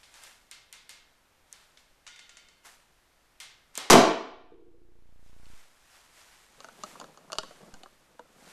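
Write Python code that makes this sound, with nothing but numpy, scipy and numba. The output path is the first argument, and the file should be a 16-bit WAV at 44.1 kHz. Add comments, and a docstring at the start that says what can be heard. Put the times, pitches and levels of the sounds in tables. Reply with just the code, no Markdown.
"""Arrow into a cardboard box

A garage, heard from a camera's microphone. Close by, sleeves rustle, a bow clicks and the arrow taps its
rest. The string is let go; across the room the box smacks and booms, and the stuck shaft wags. Then a
hand rubs and knocks the camera as it picks it up. The gain control ducks under the smack and climbs
back in faintly ticking steps, over a steady hiss."""
import sys
import numpy as np
from scipy import signal
from scipy.fft import rfft, irfft, next_fast_len
from scipy.io import wavfile
from scipy.ndimage import uniform_filter1d, map_coordinates
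from numba import njit

SR = 44100
rng = np.random.default_rng(int(sys.argv[2]) if len(sys.argv) > 2 else 0)


def unload_wav(signal):
    """Save mono or channel-first audio to the path in sys.argv[1] as 16-bit WAV at rate SR, clipped to [-1, 1]."""
    wavfile.write(
        sys.argv[1],
        SR,
        np.round(np.clip(np.atleast_2d(signal).T, -1, 1) * 32767).astype(np.int16),
    )


N = 375732


def amp(db):
    return 10 ** (np.asarray(db) / 20)


def unit(x):
    return x / np.sqrt(np.mean(x ** 2) + 1e-20)


def along(points, hz):
    """Read a curve of (freq_hz, value) points on a log frequency axis."""
    freqs, values = np.transpose(points)
    return np.interp(np.log(hz + 1), np.log(freqs + 1), values)


def wobble(per_s):
    """A smooth random curve with per_s knots a second."""
    knots = rng.standard_normal(int(N * per_s / SR) + 4)
    return map_coordinates(knots, [np.arange(N) * per_s / SR])


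def noise(spectrum, size):
    """Coloured noise of rms 1; the spectrum gives relative levels per hertz."""
    padded = next_fast_len(size)
    colour = amp(along(spectrum, np.fft.rfftfreq(padded, 1 / SR)))
    return unit(irfft(rfft(rng.standard_normal(padded)) * colour, padded)[:size])


def blow(x, contact_s=.00025):
    """Let a short sound build up over the contact time, with the energy of 4 ms at rms 1."""
    t = np.arange(len(x)) / SR
    x = x * (1 - np.exp(-(t / contact_s) ** 2))
    return x * np.sqrt(.004 * SR / np.sum(x ** 2))


def burst(spectrum, t60_s):
    """A crack of coloured noise that dies away."""
    return blow(noise(spectrum, SR) * amp(-60 * np.arange(SR) / SR / t60_s))


def pulse(spectrum, size=192):
    """One clean coloured click, about 2 ms late, that sets the room ringing."""
    colour = amp(along(spectrum, np.fft.rfftfreq(size, 1 / SR)))
    click = np.fft.fftshift(irfft(colour))
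    return blow(np.pad(click, (0, SR - len(click))))


def ring(modes, detune):
    """Struck modes, with new strengths and slightly new pitches at each blow."""
    t = np.arange(SR) / SR
    out = np.zeros(SR)
    for pitch_hz, level_db, t60_s in modes:
        strength, shift, polarity = rng.standard_normal(3)
        envelope = amp(level_db + 2 * strength - 60 * t / t60_s)
        out += np.sign(polarity) * envelope * np.sin(2 * np.pi * pitch_hz * (1 + detune * shift) * t)
    return blow(out)


def add(track, start_s, sound):
    """Mix a sound into the track."""
    part = track[max(round(start_s * SR), 0):][:len(sound)]
    part += sound[:len(part)]


# Reverberation of the garage: freq_hz, t60_s
GARAGE_DECAY = [(80, .28), (170, .38), (280, .57), (800, .6), (2000, .61), (3800, .59), (5500, .48),
                (8000, .37), (11000, .29), (14000, .23)]

def garage(x, build_s=.00089, size=768):
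    """The room's answer: it builds up quickly and each frequency dies at its own speed."""
    hz, t, bands = signal.stft(rng.standard_normal(SR), SR, nperseg=size)
    decay = amp(-60 * t / along(GARAGE_DECAY, hz)[:, None])
    tail = signal.istft(bands * decay, SR, nperseg=size)[1]
    tail *= 1 - np.exp(-np.arange(len(tail)) / SR / build_s)
    return signal.fftconvolve(x, tail / np.linalg.norm(tail))[:len(x)]


# Noise floor at the microphone: freq_hz, level_db
HISS_SPECTRUM = [(15, -36), (25, -3), (70, -7), (140, -7), (182, -12.5), (213, -11), (436, -13.5),
                 (616, -11.5), (684, -12), (1560, -13.5), (14000, -28)]

def hiss():
    """A steady, dull hiss under everything."""
    return amp(-66.5) * noise(HISS_SPECTRUM, N)


# Sleeves, one swish per arm movement: peak_s, level_db, rise_s, fall_s
SWISHES = [(.0, -64.5, .1, 0.25), (.17, -55.5, 0.12, 0.31), (.26, -52, 0.12, 0.16), (1.56, -62, 0.13, 0.42),
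           (2.655, -50.5, 0.019, 0.17), (3.752, -53, 0.015, .05), (5.27, -65, 0.12, .3),
           (5.6, -59.5, 0.43, .25), (5.95, -58.5, 0.29, 0.5), (6.18, -55.5, 0.099, 0.34),
           (6.33, -61, 0.21, 0.58), (6.62, -61, 0.25, 0.57), (6.878, -53, 0.25, 0.33), (7.5, -59, .5, 0.85),
           (8.501, -53.5, 0.22, 0.27)]
# Sliding cloth, heard dry: freq_hz, level_db
CLOTH_SPECTRUM = [(180, -35), (300, -14), (376, -10.5), (738, -3), (940, -2), (1700, -1), (3930, -6),
                  (7600, -7), (12700, -14.5), (14000, -23)]

def sleeves(range_db=18.5, flutter_db=.63, grain_db=1.45):
    """Grainy cloth noise; each swish gains range_db over its rise and loses it over its fall."""
    cloth = noise(CLOTH_SPECTRUM, N)
    unevenness = amp(flutter_db * wobble(36) + grain_db * wobble(600))
    power = np.zeros(N)
    for peak_s, level_db, rise_s, fall_s in SWISHES:
        t = np.arange(N) / SR - peak_s
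        from_peak = np.where(t < 0, -t / rise_s, t / fall_s)
        power += amp(level_db - range_db * from_peak) ** 2
    return unit(cloth * unevenness) * np.sqrt(power)


# The bow is readied, let go and lowered: start_s, level_db, high_db, room_db (both re level_db)
BOW_SNAPS = [(0.0318, -44.5, -20.5, -4.5), (0.141, -47, -8, -2), (0.2363, -43, -6, -3.5),
             (0.5129, -40.5, -3.5, -0.5), (.727, -41, -3.5, -1), (.893, -39, -7, -1.5),
             (1.5271, -50.5, 9, 2), (1.773, -43, -31, -10.5), (3.4017, -36, -10, -.5),
             (3.7535, -39, -1, .5), (3.776, -31, 2.5, 1), (5.4559, -48, -20, -13)]
# A snap's low and high crack up close, and its return off the walls: freq_hz, level_db
LOW_CRACK = [(200, -30), (500, -41), (900, -8.5), (1900, 12), (3800, 14), (6000, 4), (14000, -49)]
HIGH_CRACK = [(200, -57), (2500, -51), (4400, -6.5), (7000, 6), (9100, 3.5), (12000, -10.5), (14000, -7)]
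SNAP_OFF_WALLS = [(120, -25.5), (400, -16.5), (800, -5.5), (1700, 0), (3600, 2), (5500, -0.5), (9000, -4),
                  (14000, -16.5)]
# The bow's frame: pitch_hz, level_db, t60_s
FRAME_MODES = [(2120, 3, .6), (2643, -4, .42), (3268, -1.5, .33), (3688, -1.5, .5), (4161, -3.5, .45),
               (5566, -10, .4)]

def bow_snaps():
    """Dry plastic snaps beside the microphone; the bow's frame rings and the room answers."""
    out = np.zeros(N)
    for start_s, level_db, high_db, room_db in BOW_SNAPS:
        low = amp(-8.5) * burst(LOW_CRACK, t60_s=.015)
        high = amp(high_db + 1) * burst(HIGH_CRACK, t60_s=.0069)
        room = garage(pulse(SNAP_OFF_WALLS))
        frame = amp(-7.5) * ring(FRAME_MODES, detune=.015)
        add(out, start_s, amp(level_db) * (low + high + amp(room_db) * (room + frame)))
    return out


# The arrow meets its rest: start_s, level_db
REST_TAPS = [(2.0663, -44), (2.0753, -45), (2.1605, -51), (2.1913, -47), (2.2934, -48.5), (2.37, -47.5),
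             (2.486, -55)]
# The hollow shaft: pitch_hz, level_db, t60_s
SHAFT_MODES = [(1434, -2, 0.45), (2116, 3.5, 0.25), (2080, -3, 0.37), (2390, -16, .4), (2850, -3, 0.45),
               (3090, -1, 0.56), (3570, -6, 0.43), (3550, -1, 0.42), (3760, -3.5, 0.35), (4495, -2, .3),
               (4680, -5, .35), (5850, -4, .3), (6400, -7, 0.28)]
# The tick of contact: freq_hz, level_db
TICK_SPECTRUM = [(300, -18), (1200, -3), (2100, 4), (4000, 0), (7500, -1), (10000, -11), (14000, -45)]

def arrow_taps():
    """The hollow arrow ticks against its rest and rings on, with the garage around it."""
    out = np.zeros(N)
    for start_s, level_db in REST_TAPS:
        shaft = ring(SHAFT_MODES, detune=.0121)
        tick = burst(TICK_SPECTRUM, t60_s=.028)
        room = amp(-1.5) * garage(pulse(TICK_SPECTRUM)) + amp(-4.5) * garage(shaft)
        add(out, start_s, amp(level_db) * (tick + amp(-6) * shaft + room))
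    return out


# Thud of the bow's limbs: freq_hz, level_db
LIMB_SPECTRUM = [(60, -11.5), (150, -9), (400, -1), (900, 0.5), (2000, -8), (5000, -16.5), (14000, -36.5)]

def bow_release(start_s=3.775):
    """The string is let go and the limbs thud into the room."""
    out = np.zeros(N)
    direct = amp(-41) * burst(LIMB_SPECTRUM, t60_s=.07)
    room = amp(-34.5) * garage(pulse(LIMB_SPECTRUM))
    add(out, start_s, direct + room)
    return out


# The arrow tears through the walls and shoves the box: start_s, tear_db, boom_db
BOX_BLOWS = [(3.8999, -12, -11), (3.905, -3.5, -5.5), (3.913, -1.5, -6.5), (3.92, 3, 1), (3.930, 4.5, 2.5),
             (3.9377, -11, 10.5), (3.953, -10.5, 10.5)]
# Ripping cardboard and booming panels: freq_hz, level_db
TEAR_SPECTRUM = [(100, -11), (500, -6), (1100, 4), (1700, 1), (2800, -4), (4000, -3.5), (6200, -2.5),
                 (8500, -10), (12500, -17), (14500, -25.5)]
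BOOM_SPECTRUM = [(30, -44), (80, -35), (118, -11.5), (150, -15.5), (190, 5.5), (290, -0.5), (520, -7),
                 (700, -1.5), (1150, -9.5), (1450, -16.5), (3000, -22), (6000, -37), (14000, -52.5)]
# The cardboard panels: pitch_hz, level_db, t60_s
PANEL_MODES = [(194.3, 4.5, 0.25), (267.4, -8.5, 0.66), (385, -6, 0.38), (506, -13.5, .6), (685, -4, .42),
               (654, -4.5, .5), (884, -8.5, .42), (1085, -6, .42), (1217, -8, .25), (1555, -12, .4),
               (2060, -15, .4)]

def box_smack(ring_start_s=3.922):
    """Far from the microphone the point rips the cardboard; the panels boom and ring, the room follows."""
    hit, panels = np.zeros((2, N))
    for start_s, tear_db, boom_db in BOX_BLOWS:
        add(hit, start_s, amp(tear_db) * burst(TEAR_SPECTRUM, t60_s=.07))
        add(hit, start_s, amp(boom_db) * burst(BOOM_SPECTRUM, t60_s=.05))
    add(panels, ring_start_s, amp(13.5) * ring(PANEL_MODES, detune=.002))
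    return amp(3.5) * hit + amp(-1) * garage(hit, build_s=.013) + panels


# The box wall that holds the arrow: pitch_hz, level_db, t60_s
BOX_WALL_MODES = [(317, -7.5, 0.14), (346, -1.5, 0.063), (473, -10, .068)]

def shaft_wag(start_s=4.519, period_s=.074, swings=7, level_db=-32, loss_db=4):
    """Across the room the stuck shaft nudges the cardboard once a swing, ever more weakly."""
    out = np.zeros(N)
    for swing in range(swings):
        nudge = amp(level_db - swing * loss_db) * ring(BOX_WALL_MODES, detune=.023)
        add(out, start_s + swing * period_s, nudge)
    return out + amp(-1) * garage(out)


# A fingertip landing, right at the microphone: freq_hz, level_db
THUD_SPECTRUM = [(60, -53), (180, 6), (400, 0.5), (650, 6), (950, 2), (1350, 8.5), (1750, -1), (2300, -26),
                 (8000, -36), (14000, -55)]
# The camera's case: pitch_hz, level_db, t60_s
CASE_MODES = [(438, -12.5, 0.12), (672.6, -2.5, 0.1), (903, -1.5, 0.057), (1257, 8.5, 0.024),
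              (1434, 4, 0.056)]

def case_thud(pitch_ratio):
    """A fingertip strikes the case, whose modes shift with the place and the grip."""
    modes = [(pitch_hz * pitch_ratio, level_db, t60_s) for pitch_hz, level_db, t60_s in CASE_MODES]
    return amp(-4.5) * burst(THUD_SPECTRUM, t60_s=.037) + amp(1.5) * ring(modes, detune=.029)


# Handling noise as the camera is lifted and the hand settles: time_s, level_db
RUB_LEVELS = [(6.45, -85), (6.6, -63), (6.86, -55.5), (6.94, -55.5), (7.04, -48.5), (7.14, -63.5),
              (7.45, -57.5), (7.7, -55.5), (7.95, -70.5), (8.52, -61.5)]
# Skin sliding on the case: freq_hz, level_db
PALM_SPECTRUM = [(60, -12.5), (120, -0.5), (175, 4.5), (300, -3.5), (500, -1.5), (900, -8), (1400, -12),
                 (2000, -37), (3000, -57)]

def palm_rub(slips_per_s=82, slip_db=5, touch_span_s=(5.8, 7.75), touches_per_s=9.1):
    """The palm rubs the camera in uneven slips; the harder it rubs, the firmer the stray finger touches."""
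    time_s, level_db = np.transpose(RUB_LEVELS)
    rub_db = np.interp(np.arange(N) / SR, time_s, level_db, left=-120, right=-120)
    pressure = uniform_filter1d(amp(rub_db), size=600)
    slips = unit(noise(PALM_SPECTRUM, N) * amp(slip_db * wobble(slips_per_s)))
    touches = np.zeros(N)
    for slot_s in np.arange(*touch_span_s, 1 / touches_per_s):
        start_s = slot_s + rng.random() / touches_per_s
        touch_db = rng.normal(-1, 4)
        add(touches, start_s, amp(touch_db) * case_thud(pitch_ratio=rng.uniform(.52, .74)))
    return pressure * (slips + touches)


# Fingers knock the camera: start_s, level_db, clack_db (re level_db), pitch_ratio
KNOCKS = [(6.6041, -45.5, -3.5, 0.85), (6.645, -43, -7.5, 0.99), (6.6863, -46, -10, 1.05),
          (6.836, -35, -4.5, 0.91), (6.9546, -45, -27, 0.76), (6.9996, -45.5, 1, 0.56),
          (7.013, -41, -11, .7), (7.042, -47, -8, .9), (7.174, -49.5, -7, 0.88), (7.301, -44.5, -20, 0.98),
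          (7.32, -39.5, -0.5, 0.95), (7.3297, -35.5, -0.5, 0.92), (7.354, -46, -5, 0.77),
          (7.3847, -27, 0.5, .96), (7.4332, -40, -8.5, .75), (7.5094, -45.5, -29, 0.5),
          (7.7401, -47.5, -2, 1.13), (7.8339, -47.5, -1.5, 0.56), (7.8595, -46.5, -25, .85),
          (8.1939, -41, -17.5, .7)]
# A sharp clack on plastic: freq_hz, level_db
CLACK_SPECTRUM = [(300, -45), (2100, -11), (2870, 2.5), (3600, 14), (4500, 4.5), (5600, 2), (6600, 9.5),
                  (8000, 1), (10500, -4.5), (14000, -31)]
# The camera's plastic shell: pitch_hz, level_db, t60_s
SHELL_MODES = [(2877, 3, 0.027), (4330, -1, 0.035), (4710, -1, 0.029), (5200, -9.5, 0.041),
               (6250, -1.5, 0.033), (7000, -8, 0.039)]

def finger_knocks():
    """Knocks ring the case and the sharper ones clack its shell, so close that there is little room."""
    out = np.zeros(N)
    for start_s, level_db, clack_db, pitch_ratio in KNOCKS:
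        clack = burst(CLACK_SPECTRUM, t60_s=.0072) + amp(-2) * ring(SHELL_MODES, detune=.0214)
        thud = case_thud(pitch_ratio) + amp(-18.5) * garage(pulse(THUD_SPECTRUM))
        add(out, start_s, amp(level_db) * thud)
        add(out, start_s, amp(level_db + clack_db) * (clack + amp(-16) * garage(clack)))
    return out


def scene():
    """The shot and the handling around it, at one microphone."""
    target = box_smack() + shaft_wag()
    bow = bow_snaps() + bow_release() + arrow_taps()
    return (target + bow + finger_knocks() + sleeves() + hiss() + palm_rub())[None]


@njit
def gain_control(level, threshold, depth_db, steps, attack_s, hold_s, release_s):
    """Cut in dB: one step down per attack time while too loud; after a hold, one back per release time."""
    cut_db, step_db = np.zeros(len(level)), depth_db / steps
    steps_down, since_cut, wait = 0, 0.0, 0.0
    for i in range(len(level)):
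        since_cut += 1
        wait -= 1
        too_loud = level[i] > threshold * 10 ** (steps_down * step_db / 20)
        if too_loud and steps_down < steps and since_cut > attack_s * SR:
            steps_down, since_cut, wait = steps_down + 1, 0.0, hold_s * SR
        elif steps_down > 0 and wait <= 0:
            steps_down, wait = steps_down - 1, release_s * SR
        cut_db[i] = steps_down * step_db
    return cut_db


# Low noise of the camera's electronics: freq_hz, level_db
RUMBLE_SPECTRUM = [(20, 2.5), (60, -7.5), (110, -12.5), (200, -26.5), (600, -69.5)]

def record(dry, low_cut_hz=128, top_hz=14050, ceiling=.72, offset=.115, offset_block_hz=2.6):
    """Behind the microphone: low cut, stepped gain control, saturation, rumble and a steep high cut."""
    low_cut = signal.butter(3, low_cut_hz, "high", fs=SR, output="sos")
    x = signal.sosfilt(low_cut, dry)
    cut_db = gain_control(np.abs(x[0]), threshold=.18, depth_db=18, steps=38,
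                          attack_s=.0005, hold_s=.351, release_s=.03413)
    gain = uniform_filter1d(uniform_filter1d(amp(-cut_db), size=17), size=11)
    x = x * gain
    saturated = x / (1 + np.abs(x / ceiling) ** 4) ** (1 / 4)
    # Each gain step shifts the preamplifier's offset; only the jumps come through, as ticks.
    offset_block = signal.butter(1, offset_block_hz, "high", fs=SR, output="sos")
    ticks = signal.sosfilt(offset_block, offset * (gain - 1))
    x = signal.sosfilt(low_cut, saturated) + ticks + amp(-71) * noise(RUMBLE_SPECTRUM, N)
    padded = next_fast_len(N + SR // 2)
    high_cut = 1 / (1 + (np.fft.rfftfreq(padded, 1 / SR) / top_hz) ** 100)
    return irfft(rfft(x, padded) * high_cut, padded)[:, :N]


dry = scene()
out = record(dry)
unload_wav(out)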